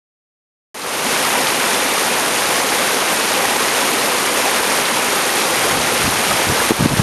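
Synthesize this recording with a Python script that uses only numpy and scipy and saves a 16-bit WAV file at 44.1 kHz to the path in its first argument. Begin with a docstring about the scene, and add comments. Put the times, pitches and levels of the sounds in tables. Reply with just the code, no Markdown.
"""After a silence, a mountain stream cascading down a rock chute fades in.
Octave bands of noise make its white water; random impulses in resonators make bubbles, gurgles and spray.
Bursts of noise slap as drops and rising tones plop as single bubbles over this steady rush.
Near the end wind reaches the microphone: coloured noise rumbles, short pressure swings buffet,
and the limiter ducks the water."""
import sys
import numpy as np
from scipy import signal
from scipy.fft import rfft, irfft, next_fast_len
from scipy.io import wavfile

SR = 44100
rng = np.random.default_rng(int(sys.argv[2]) if len(sys.argv) > 2 else 0)


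def digitize_waveform(pressure):
    """Quantize a signal to 16-bit integers and store it at the path in sys.argv[1].

    Rows of a 2-D input are taken as channels; values are limited to [-1, 1].
    """
    field = np.atleast_2d(pressure).T
    bounded = np.clip(field, -1, 1)
    quanta = np.round(bounded * 32767).astype(np.int16)
    wavfile.write(sys.argv[1], SR, quanta)


N = 309582
TIME = np.arange(N) / SR  # seconds


def from_db(db):
    """Level to amplitude: 20 dB is a factor of ten."""
    return 10 ** (np.asarray(db) / 20)


def rms_one(x):
    """Normalise the power: scale to rms 1."""
    return x / np.sqrt(np.mean(x ** 2) + 1e-20)


def at_hz(points, hz):
    """Interpolate a spectrum in dB along a logarithmic frequency axis."""
    f, db = np.transpose(points)
    return np.interp(np.log(np.maximum(hz, 1)), np.log(f), db)


def butter(x, hz, kind, order=2):
    """Causal Butterworth filter, maximally flat in its passband."""
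    sections = signal.butter(order, hz, kind, fs=SR, output="sos")
    return signal.sosfilt(sections, x + 1e-18)


def noise(spectrum):
    """Coloured noise: white noise weighted in the frequency domain, rms 1."""
    size = next_fast_len(N)
    hz = np.fft.rfftfreq(size, 1 / SR)
    white = rfft(rng.standard_normal(size))
    return rms_one(irfft(white * from_db(at_hz(spectrum, hz)), size)[:N])


def drift(rate_hz):
    """Slow random fluctuation: noise through two equal low-pass poles, rms 1."""
    step, settling = 40, 2000  # samples per slow point; slow points dropped at the start
    r = np.exp(-2 * np.pi * rate_hz * step / SR)
    white = rng.standard_normal(N // step + settling + 2)
    slow = signal.lfilter([1], [1, -2 * r, r * r], white)[settling:]
    return np.interp(np.arange(N) / step, np.arange(len(slow)), rms_one(slow))


def grains(per_s, spread_db):
    """Poisson-like impulses of either sign: many small, a few large."""
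    born = np.flatnonzero(rng.random(N) < per_s / SR)
    chance = rng.random((len(born), 2))
    size = -np.log(np.maximum(chance[:, 0], np.exp(-4)))  # exponential chance, capped at 4
    out = np.zeros(N)
    out[born] = from_db(spread_db * size) * np.sign(chance[:, 1] - .5)
    return out


def resonate(x, hz, width_hz):
    """One damped resonance, a pole pair whose radius sets the bandwidth, rms 1."""
    r = np.exp(-np.pi * width_hz / SR)
    poles = [1, -2 * r * np.cos(2 * np.pi * hz / SR), r * r]
    return rms_one(signal.lfilter([1, 0, -1], poles, x + 1e-18))


def rush(surge, level_db, flicker_db, flicker_rate_hz, surge_db):
    """White water as modulated noise: tumbling foam makes each band below 6400 Hz flicker by itself."""
    # colour of the roar: f/Hz, relative level/dB per Hz
    rush_spectrum = [(25, -26), (55, -20.5), (100, -16.5), (165, -7.5), (250, -6), (600, -5.5), (900, -1.5),
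                     (1600, -4.5), (2400, -4.5), (3500, -9.5), (5000, -11.5), (7000, -12), (9500, -12),
                     (12500, -14)]
    rest, flickering = noise(rush_spectrum), 0
    for edge in np.geomspace(200, 6400, 6):  # octave steps
        # forward and backward filtering keeps the phase, so the bands sum exactly
        low_pass = signal.butter(3, edge, fs=SR, output="sos")
        band = signal.sosfiltfilt(low_pass, rest)
        flickering = flickering + band * from_db(flicker_db * drift(flicker_rate_hz))
        rest = rest - band
    return from_db(level_db + surge_db * surge) * rms_one(flickering + rest)


def bubbles(surge, level_db, per_s, spread_db, q, surge_db, count=28):
    """Bubble resonance: trapped air rings for a few cycles, and small bubbles outnumber large ones."""
    # bubbles from large to small: f/Hz, relative level/dB per band
    bubble_levels = [(220, -13.5), (450, -3), (900, 0.5), (2000, -0.5), (4000, -3.5)]
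    births = per_s * from_db(surge_db * surge)
    pitches = np.geomspace(bubble_levels[0][0], bubble_levels[-1][0], count)
    shares = pitches / pitches.sum()
    out = 0
    for hz, share in zip(pitches, shares):
        ringing = resonate(grains(births * share, spread_db), hz, hz / q)
        out = out + from_db(at_hz(bubble_levels, hz)) * ringing
    return from_db(level_db) * rms_one(out)


def gurgles(per_s, spread_db):
    """Cavity resonance: slugs of plunging water set the hollows between the rocks gulping."""
    # hollows: f/Hz, bandwidth/Hz, rms level/dB
    hollows = [(251.5, 49, -34.5), (388, 45, -34), (504, 71, -29), (810, 83, -33)]
    out = 0
    for hz, width_hz, db in hollows:
        out = out + from_db(db) * resonate(grains(per_s, spread_db), hz, width_hz)
    return out


def spray(surge, level_db, per_s, spread_db, low_hz, high_hz, q, surge_db, count=8):
    """Heavily damped ringing: droplets land and foam bursts in ticks of a cycle or two."""
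    births = per_s / count * from_db(surge_db * surge)
    ticks = 0
    for hz in np.linspace(low_hz, high_hz, count):
        ticks = ticks + resonate(grains(births, spread_db), hz, hz / q)
    return from_db(level_db) * rms_one(ticks)


def splats(level_db, decay_s, q):
    """Exponential decay of band noise: flung drops burst on the near rock in a brief, broad patter."""
    # drops: onset t/s, relative level/dB, centre f/Hz
    drops = [(.818, -13, 4500), (1.47, -14, 3500), (4.183, -19, 5200), (4.260, -19, 6200),
             (4.702, -19, 5100), (4.854, -15, 3600)]
    out = 0
    for start_s, db, hz in drops:
        dying = (TIME >= start_s) * np.exp(-np.clip((TIME - start_s) / decay_s, 0, 20))
        patter = resonate(rng.standard_normal(N), hz, hz / q)
        out = out + from_db(db + level_db) * dying * patter
    return out


def plops(level_db, ring_cycles, rise_per_s):
    """Bubble chirp: a bubble pinches off near by and its pitch climbs as it nears the surface."""
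    # loudest single bubbles: onset t/s, relative peak level/dB, starting f/Hz
    single_bubbles = [(1.351, -12, 940), (3.451, -15, 1860), (5.291, -13, 1870), (6.310, -11.5, 1250),
                      (6.600, -10.5, 1670)]
    out = np.zeros(N)
    for start_s, db, hz in single_bubbles:
        ring_s = ring_cycles / hz
        age = np.clip(TIME - start_s, 0, 20 * ring_s)
        swell = age / ring_s * np.exp(1 - age / ring_s)  # peaks at 1 after ring_s
        cycles = hz * age * (1 + rise_per_s * age / 2)  # integral of the rising pitch
        out += from_db(db + level_db) * swell * np.sin(2 * np.pi * cycles)
    return out


def envelope(start_s, length_s, attack_s, release_s):
    """Piecewise-linear amplitude: rise up to the start, hold for the length, fall away."""
    rise = np.clip(1 + (TIME - start_s) / attack_s, 0, 1)
    fall = np.clip(1 - (TIME - start_s - length_s) / release_s, 0, 1)
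    return rise * fall


def wind(rumble_db):
    """Turbulent pressure noise on the microphone port; the breeze and its gusts add in power."""
    # colour of the rumble: f/Hz, relative level/dB per Hz
    rumble_spectrum = [(20, -21), (60, -4), (120, -1.5), (250, -5), (450, -12.5), (1000, -30), (3000, -52)]
    # gusts on top of the breeze: start t/s, length/s, relative level/dB
    gust_list = [(5.70, 0.088, -35), (6.037, .055, -26.5), (6.28, 0.064, -34), (6.468, 0.06, -25),
                 (6.796, 0.075, -18), (6.902, 0.033, -17), (6.978, 0.044, -18.5)]
    breeze_start_s, breeze_rise_s, breeze_relative_db = 5.48, .18, -38
    # the breeze rises and stays
    breeze = from_db(breeze_relative_db) * np.clip((TIME - breeze_start_s) / breeze_rise_s, 0, 1)
    power = breeze ** 2
    for start_s, length_s, db in gust_list:
        gust = from_db(db) * envelope(start_s, length_s, attack_s=0.013, release_s=0.018)
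        power = power + gust ** 2
    return from_db(rumble_db) * np.sqrt(power) * noise(rumble_spectrum)


def buffets(level_db, width_cycles, rough, rough_hz):
    """Eddy pressure pulse: each strong eddy is one swing on the port, frayed by smaller ones."""
    # hardest eddies: centre t/s, relative peak level/dB, f/Hz
    eddies = [(6.501, -12, 330), (6.709, 0, 324), (6.718, -1.5, 348), (6.808, -4, 230), (6.826, -5.5, 160),
              (6.860, 0, 232), (6.94, -5.5, 180), (7, -0.5, 126)]
    fraying = rough * rms_one(butter(rng.standard_normal(N), rough_hz, "low"))
    out = 0
    for centre_s, db, hz in eddies:
        cycles = (TIME - centre_s) * hz
        passing = np.exp(-np.minimum((cycles / width_cycles) ** 2, 50))
        out = out + from_db(db + level_db) * passing * (np.sin(2 * np.pi * cycles) + fraying)
    return out


def scene():
    """Superposition of the stream, with one surge shared by rush, bubbles and spray, and the wind."""
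    surge = drift(11)
    water = rush(surge, level_db=-18.0, flicker_db=0.7, flicker_rate_hz=22, surge_db=0.36)
    water = water + bubbles(surge, level_db=-22.5, per_s=3000, spread_db=3.5, q=11.9, surge_db=0.47)
    water = water + gurgles(per_s=190, spread_db=2.0)
    water = water + spray(surge, level_db=-24.5, per_s=3600, spread_db=4.0,
                          low_hz=3560, high_hz=11700, q=2.6, surge_db=1.0)
    water = water + splats(level_db=0, decay_s=0.0053, q=3.6)
    water = water + plops(level_db=-0.5, ring_cycles=3.7, rise_per_s=2.6)
    air = wind(rumble_db=2.5) + buffets(level_db=2, width_cycles=0.59, rough=0.21, rough_hz=890)
    return (water + air)[None]


def limiter(x, threshold_db, release_db_per_s, attack_s):
    """Gain reduction: peaks over the threshold pull the gain down; it creeps back afterwards."""
    over = np.maximum(20 * np.log10(np.abs(x) + 1e-9) - threshold_db, 0)
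    # a running maximum on a tilted axis holds each peak and releases it at a steady rate
    tilt = release_db_per_s * TIME
    held = np.maximum.accumulate(over + tilt, axis=-1) - tilt
    r = np.exp(-1 / (attack_s * SR))
    reduction_db = signal.lfilter([1 - r], [1, -r], held)
    return x * from_db(-reduction_db)


def record(dry):
    """Transmission chain: bass cut, notches, limiter, rounded peaks, linear fade-in, treble cut."""
    # narrow notches in the response: f/Hz, bandwidth/Hz
    notches = [(7265, 230), (7850, 330)]
    cutoff_hz = 12300
    start_s, fade_s, fade_from_db = .744, 0.39, -14
    x = butter(dry, 25, "high")
    x = butter(x, cutoff_hz + 1000, "low", order=8)
    for hz, width_hz in notches:
        x = signal.lfilter(*signal.iirnotch(hz, hz / width_hz, fs=SR), x)
    x = limiter(x, threshold_db=-2.0, release_db_per_s=37, attack_s=0.0021)
    x = .9 * x / (.9 ** 6 + x ** 6) ** (1 / 6)  # saturates smoothly towards 0.9
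    # silence before the start
    x = x * np.interp(TIME, [start_s, start_s + fade_s], [from_db(fade_from_db), 1], left=0)
    steep_low_pass = signal.ellip(12, .1, 90, cutoff_hz, fs=SR, output="sos")
    return signal.sosfilt(steep_low_pass, x)


dry = scene()
out = record(dry)
digitize_waveform(out)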